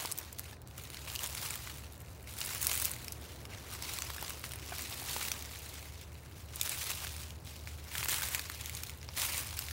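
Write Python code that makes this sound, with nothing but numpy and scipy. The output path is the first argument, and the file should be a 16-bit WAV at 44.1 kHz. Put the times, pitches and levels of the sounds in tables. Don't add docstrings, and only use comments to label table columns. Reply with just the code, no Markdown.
import sys
import numpy as np
from scipy import signal
from scipy.fft import rfft, irfft, next_fast_len
from scipy.io import wavfile
from scipy.ndimage import uniform_filter1d, map_coordinates

SR = 44100
rng = np.random.default_rng(int(sys.argv[2]) if len(sys.argv) > 2 else 0)


def persist_wave(psi):
    counts = np.round(np.clip(psi, -1, 1) * 32767).astype(np.int16)
    wavfile.write(sys.argv[1], SR, np.atleast_2d(counts).T)


N = 428639

# (frequency [Hz], relative density [dB])
FLEX = [(250, -12), (500, -11.5), (1300, -3), (2050, -1.5), (2900, -8.5), (5000, -58)]
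COARSE = [(1200, -58), (2200, -1.5), (3900, 5.5), (6000, 2.5), (8000, -10), (12000, -70)]
FINE = [(4000, -57), (6800, -8), (9400, -3.5), (11500, -6.5), (14000, -5.5), (15400, -4.5), (15800, -2.5)]


def tread():
    # (frequency [Hz], relative density [dB])
    weight_band = [(200, -33), (350, -3.5), (700, 0), (1100, 0), (1500, -15), (2500, -48)]
    t = np.arange(0, N / SR + .002, .002)
    power = sum(amp([db + packed_db, db - 4 - fine_db / 2, db - 0.5 + fine_db / 2, db + weight_db]) ** 2
                for db, packed_db, fine_db, weight_db in loads(t))
    gains = curves(np.c_[t, np.sqrt(power).T])
    cracks_per_s = 550
    when, size, flex, fine, decay = rng.random((int(cracks_per_s * N / SR), 5)).T
    size_db = np.minimum(-4.2 * np.log(1 - size), 15)
    crackle = cracks(when * N / SR, size_db, flex_db=18 * (flex - .5), fine_db=18 * (fine - .5),
                     t60_s=0.011 * np.exp(decay - .5))
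    slide = slips(per_s=110, t60_s=0.061) * papery(rng.standard_normal(N), patchy_db=2.5)
    bands = [unit(unit(grains) + amp(slide_db) * unit(coloured(slide, band)))
             for grains, band, slide_db in zip(crackle, (FLEX, COARSE, FINE), (3, 0.3, -1.2))]
    bands.append(unit(coloured(bands[0], weight_band)))
    return sum(gain * band for gain, band in zip(gains, bands))


def loads(t):
    # (level [dB], packed [dB], fine [dB])
    rest = (-71, -2, -5)
    # (time [s], crush [dB])
    steps = [
        [(0.0, -39.5), (0.154, -53), (0.194, -48.5), (0.357, -61)],
        [(1.01, -55), (1.098, -50), (1.135, -45.5), (1.175, -48.5), (1.245, -42.5), (1.311, -47),
         (1.429, -40.5), (1.592, -48.5), (1.768, -50.5), (1.916, -62), (2.05, -70), (2.163, -76)],
        [(2.262, -68), (2.278, -48.5), (2.351, -50.5), (2.405, -44), (2.468, -42.5), (2.574, -43),
         (2.68, -36.5), (2.842, -40), (2.973, -51), (3.177, -56)],
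        [(3.584, -55.5), (3.712, -48.5), (3.73, -44), (3.789, -49.5), (3.841, -42.5), (3.977, -43),
         (4.085, -48.5), (4.296, -46), (4.414, -53)],
        [(4.598, -53.5), (4.783, -44.5), (4.943, -46), (5.224, -39), (5.31, -44), (5.472, -50.5), (5.735, -50),
         (5.954, -57)],
        [(6.487, -64), (6.58, -47.5), (6.735, -40), (6.918, -40.5), (6.974, -45), (7.032, -43), (7.234, -51),
         (7.283, -51.5), (7.373, -70)],
        [(7.832, -60), (7.9, -53), (7.964, -41), (8.048, -40.5), (8.066, -46.5), (8.102, -36), (8.163, -38.5),
         (8.339, -40), (8.469, -53)],
        [(8.475, -54), (8.501, -49), (8.69, -46.5), (8.736, -49.5), (8.764, -44), (8.906, -56), (8.95, -60),
         (9.133, -60)],
        [(9.14, -54), (9.162, -48), (9.17, -36), (9.215, -32), (9.335, -39.5), (9.401, -36), (9.457, -45),
         (9.718, -47.5)],
    ]
    # (packed re top leaves [dB], fine re coarse [dB], body weight re crush [dB])
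    litter = [(-9.5, 2, -14), (-10.5, 2.5, -18), (-10, 3, -26.5), (-10, 0.5, -19), (-9.5, 1.5, -24),
              (-11, 1.5, -23), (-7.5, 2.5, -30), (-9.5, 1, -29), (-10.5, 1.5, -22.5)]
    rustles = [(0.383, -54, 0.12, 0.1, -6, 0), (0.686, -61.5, 0.03, -2.2, -4.5, 3),
               (0.782, -51.5, 0.01, 0.2, -6.5, 1), (0.843, -54, 0.17, 0.3, -7, 0),
               (3.2, -54, 0.13, 0.2, -9, -2), (3.504, -53.5, 0.05, 0.1, -2, -4),
               (4.436, -47, 0.028, 0.06, -9, 2), (4.508, -53, 0.025, 0.7, -6.5, -1),
               (5.978, -53.5, 0.05, 0.06, -10, -4), (6.05, -69, 0.2, 0.1, -2, -4),
               (6.362, -54.5, 0.036, 0.1, -12, 0), (7.46, -53.5, 0.11, 0.4, -14, -1.5),
               (7.669, -54, 0.036, 0.3, -9.5, -3)]
    step_fade_s, rustle_rise_s = 0.031, 0.02
    full_load_db, no_weight_db = -42.5, -99
    yield *np.add.outer(rest, np.zeros_like(t)), no_weight_db
    for step, (packed_db, fine_db, weight_db) in zip(steps, litter):
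        s, db = np.transpose(step)
        outside_s = np.maximum(np.maximum(s[0] - t, t - s[-1]), 0)
        crush_db = np.interp(t, s, db) - 20 * outside_s / step_fade_s
        load_db = np.maximum(crush_db - full_load_db, -30)
        yield crush_db, packed_db - 0.13 * load_db, fine_db + 0.24 * load_db, weight_db
    for s, db, hold_s, fade_s, packed_db, fine_db in rustles:
        drop_db = 20 * np.maximum((s - t) / rustle_rise_s, (t - s - hold_s) / fade_s)
        yield db - np.maximum(drop_db, 0), packed_db, fine_db, no_weight_db


def cracks(s, db, flex_db, fine_db, t60_s):
    length, lead = 640, 40
    t = np.arange(length) / SR
    burst = rng.standard_normal((len(s), length)) * amp(-60 * t / t60_s[:, None]) * (1 - np.exp(-t / .0001))
    humps = unit(uniform_filter1d(rng.standard_normal((len(s), length // 2 + 1)), size=12, axis=1))
    humps *= np.minimum(np.fft.rfftfreq(length, 1 / SR) / 3000, 1)
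    burst = np.roll(irfft(rfft(burst) * amp(3 * humps), length), lead, axis=1)
    burst *= (amp(db) / np.abs(burst[:, lead:128]).mean(axis=1))[:, None]
    start_s = np.maximum(s - lead / SR, 0)
    bands = (FLEX, flex_db), (COARSE, -fine_db / 2), (FINE, fine_db / 2)
    return np.array([coloured(place(start_s, amp(band_db)[:, None] * burst), band)
                     for band, band_db in bands])


def slips(per_s, t60_s):
    jumps = (rng.random(N) < per_s / SR) * rng.exponential(size=N)
    return unit(2.16 + signal.lfilter([1], [1, -amp(-60 / t60_s / SR)], jumps))


def papery(x, patchy_db):
    spectra = signal.stft(x, nperseg=256)[2]
    patches = uniform_filter1d(rng.standard_normal(spectra.shape), size=4, axis=0)
    patches = uniform_filter1d(patches, size=8, axis=1)
    return signal.istft(spectra * amp(patchy_db * unit(patches)), nperseg=256)[1][:N]


def snaps():
    # (time [s], level before band trim [dB], flex re crack [dB], fine re coarse [dB])
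    fractures = [(0.006, -33, -14, 1), (0.0574, -28, -20, 2), (0.1157, -29, -27, 10), (0.122, -27, -28, 10),
                 (0.177, -35, -23, 12), (0.1866, -28.5, -20, 10), (0.212, -45, 12, 4),
                 (0.328, -44.5, -26, 27), (0.3865, -34.5, -19, -1), (0.3946, -32, -6, 8),
                 (0.4417, -41.5, -7, 3), (0.6176, -49, -15, 13), (0.6744, -45.5, -23, 2),
                 (0.711, -50, 1, -8), (0.78, -39, -12, 7), (0.822, -46, -20, 7), (0.8373, -40.5, -15, 8),
                 (0.902, -39, -8, 4), (0.9448, -37, -11, 0), (0.9698, -40, 2, -8), (1.0855, -39, -14, 2),
                 (1.1, -34.5, -18, -4), (1.1531, -28, -17, -3), (1.1598, -29.5, -15, -4),
                 (1.1915, -31, -15, 0), (1.234, -30.1, -16, 5), (1.2413, -28, -11, 6),
                 (1.2614, -31, -20, 4), (1.2729, -33, -9, 6), (1.3274, -35, -16, 12),
                 (1.3505, -37, -11, 13), (1.373, -36, -20, -3), (1.415, -34.5, -18, 5),
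                 (1.5062, -32, 0, 14), (1.5396, -33, -13, -0.5), (1.5562, -31.5, -13, 6),
                 (1.6734, -42, 9, -13), (1.9236, -49, -3, 14), (1.933, -50, -10, 12), (1.978, -50, -4, 12),
                 (2.004, -51, -14, 14), (2.0176, -50, -13, 15), (2.2277, -50, -4, 12), (2.273, -44, 2.5, 0),
                 (2.386, -36, -20, 7), (2.4053, -32, -27, 8), (2.4146, -29, -10, -8), (2.548, -31, -0.5, 8),
                 (2.6148, -28.5, -20, 6), (2.628, -26, -29, 9), (2.646, -30, -19, 11),
                 (2.669, -17, -25, 10), (2.7149, -27.5, 4.5, -2), (2.7307, -28, -11, 9),
                 (2.737, -31, -14, 7), (2.7445, -31, -11, 10), (2.753, -27, -12, 11), (2.7762, -28, -22, 9),
                 (2.8171, -27, -20, 4), (2.822, -27, -6, 10), (2.8487, -22.5, -18, 3),
                 (2.8548, -21.5, -23, 10), (2.9142, -31.5, -24, 10), (2.936, -34, -9, 1),
                 (3.0457, -38, -15, 4), (3.082, -32, -5, -2), (3.1219, -33, -24, 13), (3.4532, -39, -2, 0),
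                 (3.8237, -29.5, -2, -2), (3.987, -29, -17, -3), (4.021, -27, -3, 2),
                 (4.1024, -37.5, 5, -4), (4.1635, -37.5, 2, 4), (4.226, -33, -4, 5), (4.2803, -35, -2, -3),
                 (4.296, -33.5, -3, 13), (4.305, -33, -2, 1), (4.3943, -39.5, -7, 5),
                 (4.4403, -36.5, 5, -8), (4.492, -40, -15, 5), (4.519, -34, -17, 5), (4.5355, -36, -4, 5),
                 (4.5582, -39, 1, 8), (4.7833, -32.5, -10, 0), (4.821, -35.5, -20, 13),
                 (5.1645, -35, -3, 0), (5.2123, -34, -5, -3), (5.2513, -32, -1, 5), (5.2856, -30, -21, 0),
                 (5.317, -23, -8, -1), (5.424, -35, -12, 0), (5.4503, -45, 9.5, -11),
                 (6.261, -54.5, 9, -18), (6.559, -35.5, -27, 16), (6.613, -20.5, -14, 2),
                 (6.6307, -33, -24, 14), (6.6526, -37, -21, 14), (6.6756, -30.5, -5, 4),
                 (6.6944, -27.5, -2, 9), (6.8724, -38, -12, 9), (6.9041, -29, -16, 8), (6.951, -37, -10, 7),
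                 (7.042, -35.5, -15, 5), (7.07, -35, 0, -7), (7.3059, -41.5, -13, -2),
                 (7.449, -49.5, -13, 9.5), (7.6738, -39.5, 0, -4), (7.9527, -34, 5, 4),
                 (7.9817, -28.5, -16, 7), (8.0078, -32, 1, -3), (8.0295, -35, 7.5, -5),
                 (8.0367, -35, -11, 5), (8.041, -37, -9, -3), (8.046, -31, -14, 10), (8.0578, -32, 8, 0),
                 (8.0856, -24, -1, 3), (8.0941, -25.5, -4, 5), (8.102, -33, -6, 3), (8.1115, -33, -16, 12),
                 (8.1176, -27, -2, 5), (8.1266, -31, -6, 2), (8.1423, -27, -4, 3), (8.1838, -31, 3, -1),
                 (8.2213, -31, -17, 9), (8.233, -28, 0, 0), (8.348, -25.5, -2, 6), (8.3942, -30, 1, -1),
                 (8.4987, -33.5, 4, 3), (8.6114, -34, -20, 5), (8.659, -30.5, -14, 1),
                 (8.696, -31.5, -7, 1), (8.7502, -33.5, -12, 11), (8.8349, -28.5, -4, -1),
                 (8.8696, -40, -17, 2.5), (8.8957, -35.5, -3, -4), (8.903, -42, -15, 11),
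                 (8.9743, -48, -13, 11), (9.029, -43, -1, -9), (9.089, -48.5, 14, -24),
                 (9.2175, -27, -8, -1), (9.5906, -25.5, -8.5, 7), (9.6855, -37.5, 0, -6)]
    s, db, flex_db, fine_db = np.transpose(fractures)
    t60_s = 0.0085 * np.exp(0.29 * rng.standard_normal(len(s)))
    band_trim_db = [[-10], [-9.5], [-6.3]]
    return (amp(band_trim_db) * cracks(s, db, flex_db, fine_db, t60_s)).sum(axis=0)


def knocks():
    # (time [s], main mode level [dB], main mode frequency [Hz], t60 [s])
    twigs = [(0.051, -23.5, 960, 0.0082), (0.526, -44, 860, 0.024), (0.53, -44, 1750, 0.025),
             (0.786, -40, 1300, 0.013), (1.243, -32, 1040, 0.0084), (2.413, -26, 2830, 0.012),
             (2.716, -39, 1620, 0.0089), (2.822, -33, 1520, 0.011), (3.988, -34, 1110, 0.019),
             (4.101, -32.5, 1040, 0.014), (4.182, -28.5, 1660, 0.0093), (4.226, -26.5, 900, 0.0095),
             (4.722, -31.5, 742, 0.033), (4.728, -37, 1550, 0.025), (5.021, -35, 787, 0.018),
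             (5.164, -22.5, 900, 0.0092), (6.613, -26.5, 2430, 0.012), (7.046, -32, 1540, 0.01),
             (8.22, -27.5, 1580, 0.019), (8.347, -28, 1980, 0.013), (9.172, -37, 1050, 0.013)]
    modes = [(.55, -12), (1, 0), (1.45, -9), (2.1, -7.5), (3.2, -9.5)]  # (frequency ratio, level [dB])
    s, db, hz, t60_s = np.transpose(twigs)[:, :, None]
    t = np.arange(2048) / SR
    wood = sum(amp(mode_db) * np.sin(2 * np.pi * ratio * hz * t) for ratio, mode_db in modes)
    ring = wood * amp(-60 * t / t60_s) * (1 - np.exp(-t / 0.00025))
    return place(s[:, 0], amp(db) * ring)


def echo(x, level_db, t60_s):
    t = np.arange(SR // 8) / SR
    tail = rng.standard_normal(len(t)) * amp(-60 * t / t60_s) * np.minimum(t / 0.0023, 1)
    return signal.oaconvolve(x, amp(level_db) * tail / np.linalg.norm(tail))[:N]


def engine():
    # (time [s], frequency [Hz], level before trim [dB])
    note = [(0, 70.8, -61), (.6, 70.2, -55), (3.1, 70.9, -54.5), (4.3, 72, -53), (6.3, 74.23, -53),
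            (8.37, 76, -51), (9.72, 76, -52.5)]
    hz, db = curves(note)
    phase = 2 * np.pi * np.cumsum(hz + 0.66 * wobble(per_s=6.6)) / SR
    return np.sqrt(2) * amp(db - 0.7 + 1.7 * wobble(per_s=5)) * np.sin(phase)


def traffic():
    # (time [s], rumble before trim [dB], roar before trim [dB])
    road = [(0.0, -57, -58), (0.35, -53.5, -60.5), (2.35, -52.5, -59.5), (2.9, -51.5, -57),
            (3.6, -52.5, -57), (4.1, -54, -58.5), (5.0, -53.5, -57), (5.79, -55, -59.5),
            (5.96, -53.5, -61.5), (7.5, -52, -60), (8.5, -52.5, -61), (9.53, -52, -60.5), (9.72, -52, -62)]
    # (frequency [Hz], relative density [dB])
    rumble_band = [(15, -67), (25, -39), (35, -21.5), (55, -10), (85, -3), (105, -4), (140, -8.5),
                   (190, -21), (300, -79)]
    roar_band = [(110, -28), (190, 5), (400, 3), (900, -2.5), (1700, -11), (3000, -41)]
    rumble_db, roar_db = curves(road)
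    return noise(rumble_band, rumble_db + 1) + noise(roar_band, roar_db + 1.5)


def trees():
    # (frequency [Hz], relative density [dB])
    hiss_band = [(800, -13), (1800, -39), (4000, 16.5), (9000, -37), (16000, 11)]
    return noise(hiss_band, rms_db=-71.5)


def amp(db):
    return 10 ** (np.asarray(db) / 20)


def unit(x):
    return x / np.sqrt(np.mean(x ** 2) + 1e-20)


def curves(rows):
    s, *columns = np.transpose(rows)
    return [np.interp(np.arange(N) / SR, s, column) for column in columns]


def wobble(per_s):
    return map_coordinates(rng.standard_normal(int(N * per_s / SR) + 4), [np.arange(N) * per_s / SR])


def coloured(x, band):
    size = next_fast_len(N + 8192)
    hz, db = np.transpose(band)
    gain_db = np.interp(np.log(np.fft.rfftfreq(size, 1 / SR) + 1), np.log(hz + 1), db)
    return irfft(rfft(x, size) * unit(amp(gain_db)), size)[:N]


def noise(band, rms_db):
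    return amp(rms_db) * unit(coloured(rng.standard_normal(N), band))


def place(s, shapes):
    at = np.round(np.asarray(s) * SR).astype(int)[:, None] + np.arange(shapes.shape[1])
    return np.bincount(at.ravel(), shapes.ravel(), N + shapes.shape[1])[:N]


def scene():
    loud = snaps() + knocks()
    walk = tread() + loud + echo(loud, level_db=-12.5, t60_s=0.06)
    return (walk + engine() + traffic() + trees())[None]


def record(dry):
    top_hz = 15780
    size = next_fast_len(N + 8192)
    return irfft(rfft(dry, size) * (np.fft.rfftfreq(size, 1 / SR) < top_hz), size)[:, :N]


dry = scene()
out = record(dry)
persist_wave(out)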